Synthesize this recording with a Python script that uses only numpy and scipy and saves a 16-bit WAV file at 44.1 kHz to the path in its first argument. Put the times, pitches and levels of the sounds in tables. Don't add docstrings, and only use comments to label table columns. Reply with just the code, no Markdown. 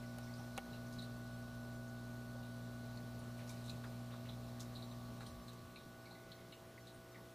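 import sys
import numpy as np
from scipy import signal
from scipy.fft import rfft, irfft
from scipy.io import wavfile
from scipy.ndimage import uniform_filter1d

SR = 44100
rng = np.random.default_rng(int(sys.argv[2]) if len(sys.argv) > 2 else 0)


def elevation(decibels):
    levels = np.asarray(decibels, float)
    return 10 ** (levels / 20)


def bounce(signal):
    frames = np.transpose(np.atleast_2d(signal))
    limited = np.clip(frames, -1, 1)
    pcm = np.round(limited * 32767).astype(np.int16)
    wavfile.write(sys.argv[1], SR, pcm)


N = 323811
MAINS_HZ = 59.965


def evened(x):
    return x / np.sqrt(np.mean(x ** 2) + 1e-20)


def follow(rows, t):
    return np.interp(t, *np.transpose(rows))


def between(near_db, far_db, away):
    return near_db + (far_db - near_db) * away


def hump(x, centre, width, db):
    return db * np.exp(-0.5 * ((x - centre) / width) ** 2)


def wander(rate_hz):
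    knots = rng.standard_normal(400)
    return np.interp(np.arange(N) / SR * rate_hz, np.arange(400), knots)


def add(mix, s, sound):
    part = mix[round(s * SR):][:len(sound)]
    part += sound[:len(part)]


def band(x, low_hz, high_hz):
    sos = signal.butter(2, [low_hz, min(high_hz, SR / 2.2)], "band", fs=SR, output="sos")
    return signal.sosfilt(sos, x)


def tone(hz, db, shake, phase=None):
    if phase is None:
        phase = 2 * np.pi * rng.random()
    turn = 2 * np.pi * hz * np.arange(N) / SR + phase + shake * wander(5.0)
    return np.sqrt(2) * elevation(db + 3.0 * shake * wander(6.0)) * np.cos(turn)


# t/s, share turned away/0-1
CAMERA_TURN = [
    (0, .0),
    (4.6, 0.07),
    (5.0, 0.06),
    (5.3, 0.21),
    (5.6, 0.46),
    (5.9, 0.58),
    (6.3, 0.77),
    (6.8, 0.98),
    (7.34, 0.92),
]


def turned_away(t):
    return follow(CAMERA_TURN, t)


def stray_hiss():
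    frames, hz = N // 1024 + 3, np.fft.rfftfreq(2048, 1 / SR)
    a, b = rng.standard_normal((2, 1025, frames))
    bands = np.searchsorted([4200, 5200, 6300, 7600, 9000, 10600, 12300, 14500], hz)
    struck = rng.random((9, frames)) < 0.018
    struck[[0, 8]] = False
    level_db = -94.5 - 5.0 * np.log2(hz / 6000 + 0.16)
    spectra = (a + 1j * b) * struck[bands] * elevation(level_db)[:, None]
    return signal.istft(spectra, window="cosine", nperseg=2048, noverlap=1024)[1][194:194 + N]


# f/Hz, close/(dB per Hz), away/(dB per Hz)
WASH_SPECTRUM = [(22, -94, -102), (50.7, -87, -110), (75.4, -84, -89.5), (160, -81.5, -89),
                 (343, -90, -91.5), (725, -92.5, -97), (1520, -101, -101), (1680, -104, -104),
                 (3200, -105, -105), (4000, -102, -104), (5000, -106, -108), (6000, -108, -110),
                 (11100, -111, -112), (16000, -115, -116)]
# t/s, level/dB
TRICKLE_LEVEL = [(0, 1), (.4, 3.5), (1.6, 0.4), (3.1, 2), (3.6, 4), (4.2, 1.8), (4.8, 3), (5.8, -0.2),
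                 (7.34, 0.4)]


def wash():
    frames, hz = N // 256 + 5, np.fft.rfftfreq(1024, 1 / SR)
    t = np.arange(frames) * 256 / SR
    a, b, patches = rng.standard_normal((3, 513, frames))
    patches_db = evened(uniform_filter1d(uniform_filter1d(patches, 12, 0), 10, 1))

    f, *levels_db = np.transpose(WASH_SPECTRUM)
    near, far = (np.interp(np.log(hz + 1), np.log(f), db, right=db[-1])[:, None] for db in levels_db)
    treble_lift = hump(hz, 14300, 1800, 2.8)[:, None]
    gurgle = hump(hz, 1900, 99, 2.7)[:, None]
    wet = (hz / (hz + 1500) * 6000 / (hz + 6000))[:, None]
    rumble = evened(uniform_filter1d(rng.standard_normal(frames), 14)) * (70 / (hz + 70))[:, None]

    level_db = near + treble_lift + (far - near + gurgle) * turned_away(t)
    level_db = level_db + 4.4 * rumble + patches_db + 1.51 * wet * follow(TRICKLE_LEVEL, t)
    noise = signal.istft((a + 1j * b) * elevation(level_db + 17.0), nperseg=1024, noverlap=768)[1][:N]
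    throb = np.cos(4 * np.pi * MAINS_HZ * np.arange(N) / SR)
    return noise + 0.2 * throb * band(noise, 3000, 9000)


def drip(db, hz, width_hz, t60_s, splash_db, noise):
    t = np.arange(len(noise)) / SR
    spray = noise * elevation(-60 * t / np.clip(t60_s, 0.02, 0.5)) * np.minimum(t / 0.00045, 1)
    spray = spray * (1 + 0.13 * np.exp(-t / 0.0014))
    spray[8] += 6.0
    half_hz = np.clip(width_hz, 100, hz) / 2
    ring = band(spray, hz - half_hz, hz + half_hz)
    skirt = band(spray, hz / 2.1, hz * 1.59)
    splash = band(spray, 3900, 12000)
    ring = ring / abs(ring).max() + 0.22 * skirt / abs(skirt).max()
    splash_db = splash_db + 6.4 * np.log2(min(hz, 5000) / 4000)
    return elevation(db) * (ring / abs(ring).max() + elevation(splash_db) * splash / abs(splash).max())


# t/s, peak/dB, f/Hz, t60/s
OVERFLOW_DROPS = [(.566, -52, 4140, .053), (.731, -51, 4020, .16), (.985, -48.5, 4000, 0.18),
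                  (.9906, -44.5, 3900, 0.14), (1.02, -47.5, 4030, 0.15), (2.429, -56, 3900, .12),
                  (2.973, -49.5, 4200, 0.071), (3.496, -56, 3730, 0.15), (3.64, -57, 4000, .25),
                  (3.68, -50, 3930, .1), (3.6945, -40.5, 4000, .06), (3.699, -59, 4000, 0.27),
                  (3.763, -62, 3900, .15), (3.839, -58, 3570, 0.11), (4.12, -57, 3640, 0.27),
                  (4.288, -48.5, 3770, 0.26), (4.597, -50, 3820, 0.16), (4.752, -51, 4100, .14),
                  (4.7592, -48.5, 3930, .22), (4.823, -48.5, 4050, 0.13), (4.913, -53.5, 3870, 0.1),
                  (5.207, -52.5, 4000, 0.32), (5.264, -52, 4000, .15), (5.481, -50.5, 4000, .14),
                  (5.7586, -50, 4000, 0.13), (5.775, -54, 3820, .25), (6.109, -54, 4100, 0.27),
                  (6.317, -48, 4050, .1), (6.523, -51.5, 3900, .15), (6.87, -53.5, 3950, .2)]
# t/s, peak/dB, f/Hz, t60/s
TANK_PLOPS = [(.27, -62, 2000, .2), (.3, -56, 780, .32), (.39, -49, 784, 0.34), (.734, -57, 2800, .11),
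              (2.009, -60, 930, .1), (2.35, -50, 543, 0.11), (2.426, -62, 2850, 0.1),
              (3.494, -57, 2320, .15), (3.696, -56.5, 2660, 0.22), (4.124, -53.5, 1240, .12),
              (4.289, -57, 3100, 0.23), (5.262, -55.5, 3200, .1), (5.759, -51, 2460, 0.083),
              (6.056, -58, 2230, .12), (6.11, -55, 865, 0.075), (6.317, -54, 3340, .1),
              (6.523, -53, 2930, 0.14), (6.535, -56.5, 2820, .25), (6.524, -58, 2220, .1),
              (6.776, -51, 2040, .05), (7.1447, -57, 2220, .092), (7.155, -54.5, 1950, .15),
              (7.18, -58, 1000, .11), (6.15, -61, 2100, .5), (6.3, -65, 2060, .5), (6.38, -62, 2080, .4)]
# t/s, peak/dB, centre f/Hz,
# t60/s
GLASS_SLOSHES = [(.028, -55.5, 2050, .15), (.1845, -49, 10500, .03), (.578, -38, 2690, 0.035),
                 (.583, -40, 2310, 0.047), (.926, -53.5, 5500, .16), (1.02, -62, 7500, .18),
                 (3.39, -53.5, 2300, .25), (3.499, -55, 8500, 0.18), (3.475, -56, 6000, .3),
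                 (3.493, -48.5, 5850, 0.16), (3.531, -62, 3500, .4), (3.64, -61, 7500, .25),
                 (3.66, -58, 7000, .15), (3.696, -54.5, 7000, 0.14), (4.106, -56, 2400, 0.3),
                 (4.255, -54.5, 2280, .25), (4.597, -55, 7960, .09), (4.604, -46.5, 6000, 0.14),
                 (5.212, -61, 7500, .25), (5.218, -52, 1400, 0.17), (5.264, -62, 7000, .15),
                 (5.481, -64, 7500, 0.16), (5.532, -60, 6500, .15), (6.87, -64, 7500, .2),
                 (3.839, -46.5, 1220, 0.12), (4.139, -51, 1200, 0.12), (5.2058, -46.5, 1280, .12),
                 (3.375, -59, 4500, .35)]
# t/s, peak/dB, f/Hz, t60/s
SURFACE_FIZZES = [(.06, -60, 5470, .5), (.23, -60, 5460, .5), (.337, -52, 4810, .12),
                  (.38, -58, 5700, 0.54), (.865, -61, 5880, .15), (1.024, -60, 8940, .12),
                  (1.88, -61, 6500, .1), (3.19, -60, 9600, .15), (3.57, -58, 4450, 0.13),
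                  (5.266, -56, 9100, .16), (6.0546, -56.5, 4260, .15), (6.94, -62, 9200, .12),
                  (5.268, -54, 5400, 0.15), (5.05, -65, 4450, 0.54)]


def drips():
    out = np.zeros(N)
    # events, least ring width/Hz, width as share of pitch, splash against ring/dB
    kinds = ((OVERFLOW_DROPS, 185, 0.1, -11), (TANK_PLOPS, 190, 0.04, -20),
             (GLASS_SLOSHES, 170, 0.46, -2.5), (SURFACE_FIZZES, 240, 0.1, -20))
    for events, least_hz, share, splash_db in kinds:
        for s, db, hz, t60_s in events:
            noise, lumps = rng.standard_normal((2, 8000))
            lumpy = noise * elevation(1.5 * evened(uniform_filter1d(lumps, 130)))
            add(out, s, drip(db, hz, least_hz + share * hz, t60_s, splash_db, lumpy))
    return out


# t/s, peak/dB, crack against ring/dB
FINGER_TAPS = [
    (.184, -42.5, -4),
    (0.577, -33, -1.5),
    (.5825, -34.5, -20),
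]
# f/Hz, level/dB, t60/s
BODY_MODES = [(190, 1, 0.029), (520, 10, 0.014), (784, 7.5, 0.033), (1200, 2, 0.019), (1440, 0, 0.029),
              (1840, -12, 0.026), (2230, -10, 0.051), (2910, -3, 0.027), (6350, -22, .012)]


def taps():
    out, t = np.zeros(N), np.arange(3000) / SR
    for s, db, crack_db in FINGER_TAPS:
        ring = np.zeros(len(t))
        for hz, mode_db, t60_s in BODY_MODES:
            decay = elevation(mode_db - 60 * t / min(t60_s, 0.06))
            ring += decay * np.sin(2 * np.pi * hz * t + 3 * rng.random())
        ring = ring * np.minimum(t / 0.0015, 1)
        crack = band(rng.standard_normal(3000), 400, 10500) * (t / 0.0011) * np.exp(-t / 0.0014)
        add(out, s, elevation(db) * (ring / abs(ring).max() + elevation(crack_db) * crack))
    return out


# t/s, level/dB, start f/Hz, end f/Hz, length/s
GRIP_THUDS = [
    (0.57, -71, 110, 60, .1),
    (5.262, -56, 106, 60, 0.1),
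    (5.35, -57, 40, 68, 0.07),
    (5.623, -58, 116, 65, 0.065),
]


def thuds():
    out = np.zeros(N)
    for s, db, start_hz, end_hz, length_s in GRIP_THUDS:
        u = np.arange(0, 1, 1 / (length_s * SR))
        turns = np.cumsum(start_hz + (end_hz - start_hz) * u) / SR
        add(out, s, np.sqrt(2) * elevation(db) * np.sin(np.pi * u) * np.sin(2 * np.pi * turns))
    return out


# t/s, level/dB
WHINE_LEVEL = [(0, -63.5), (.61, -63), (1.86, -61.5), (2.86, -63.5), (3.17, -65.5), (4.05, -69), (4.2, -71),
               (4.78, -73), (4.86, -80), (5.07, -70), (5.5, -75.5), (5.72, -69), (6.13, -67), (6.29, -68.5),
               (6.54, -74), (6.75, -71), (7.34, -70.5)]


def whine(t):
    whine_hz, level_db = 1477.42, follow(WHINE_LEVEL, t)
    return tone(whine_hz, level_db, shake=0.11) + tone(2 * whine_hz, level_db - 35.5, shake=0.33)


def whistle(away):
    return tone(4432.6, between(-81, -95, away), shake=0.22)


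# close/dB, away/dB
FAN_ORDERS = [(-82.5, -84), (-76, -84.5), (-71.5, -77.5)]


def fan(away):
    out, shaft_hz = np.zeros(N), 43.6
    for octave, (near_db, far_db) in enumerate(FAN_ORDERS):
        out += tone(2 ** octave * shaft_hz, between(near_db, far_db, away), shake=0.64)
    return out


def lag(k):
    if k > 4:
        return 1.6 * k + 2.0 + 0.05 * (k - 10) ** 2
    return -2.0 + 1.8 * (k % 2)


# t/s, level/dB
PULL_LEVEL = [(0, -52.5), (.5, -52.5), (1.0, -52.5), (2.4, -52.5), (3.6, -51), (4.6, -51.5), (5.1, -53.5),
              (5.55, -57), (5.95, -62.5), (7.34, -63)]
# t/s, spread/s, level/dB
GRIP_DIPS = [
    (.635, 0.04, -14),
    (5.3, .015, -13),
    (5.4, 0.022, -16),
    (5.665, 0.017, -7),
    (5.78, 0.036, -10),
    (6.58, 0.033, -6),
    (7.07, .03, -1),
]


def pull(t, away):
    dips_db = sum(hump(t, *grip) for grip in GRIP_DIPS)
    waver_db = between(0.5, -0.5, away) * wander(18.0)
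    level_db = follow(PULL_LEVEL, t) + dips_db + waver_db
    return tone(2 * MAINS_HZ, level_db, shake=0.045, phase=lag(1.99))


# multiples of the mains, then close/dB, away/dB for each
CASING_MULTIPLES = [1, 3, 4, 5, 6, 7, 8, 9, 10, 11, 12, 13, 15, 17, 18, 19, 20, 21, 22]
CASING_HUM = [(-64, -82), (-68.5, -71.5), (-53.5, -73), (-76, -73), (-70.5, -67), (-84, -80.5),
              (-89.5, -73.5), (-73, -75.5), (-67, -76.5), (-65, -66.5), (-103, -83), (-71, -76),
              (-89.5, -91), (-81.5, -84.5), (-77, -79), (-71.5, -77), (-76.5, -80), (-80, -99),
              (-87.5, -85.5)]
# multiples of the mains, then close/dB, away/dB for each
WINDING_MULTIPLES = [27, 28, 30, 34, 66, 68, 70, 89, 90, 91, 92, 95, 101, 103]
WINDING_BUZZ = [(-93, -88.5), (-87.5, -85), (-85, -90), (-88, -87.5), (-82.5, -94), (-85, -105),
                (-86.5, -93), (-86.5, -97), (-95, -91), (-89.5, -88), (-91, -92), (-92.5, -88.5),
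                (-87.5, -92), (-92.5, -99)]


def pump(t, away):
    out = pull(t, away)
    facing_glass = hump(t, 5.4, 0.45, 0.98)
    arm_shade_db = hump(t, 5.6, 0.24, -2.5)
    for k, (near_db, far_db) in zip(CASING_MULTIPLES + WINDING_MULTIPLES, CASING_HUM + WINDING_BUZZ):
        hz = k * MAINS_HZ
        glass_db = facing_glass * hump(hz, 1150, 79, 5.9)
        level_db = between(near_db, far_db, away) + glass_db + arm_shade_db * (8 < k < 14)
        drift = rng.uniform(-1.72, 2.2) * (away + (k > 13))
        out = out + tone(hz, level_db, shake=0.14 + 0.0022 * k, phase=lag(k) + drift)
    return out


def scene():
    t = np.arange(N) / SR
    away = turned_away(t)
    machine = pump(t, away) + fan(away) + whistle(away)
    mono = wash() + drips() + taps() + thuds() + whine(t) - machine
    return np.array([mono, mono])


def low_pass(x):
    return signal.sosfilt(signal.butter(12, 15990, fs=SR, output="sos"), x)


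def record(dry):
    edge_hz = 15330
    spectrum = rfft(dry + np.array([[1], [-1]]) * stray_hiss())
    mix = irfft(spectrum * (np.fft.rfftfreq(N, 1 / SR) < edge_hz), N)
    return low_pass(mix)


dry = scene()
out = record(dry)
bounce(out)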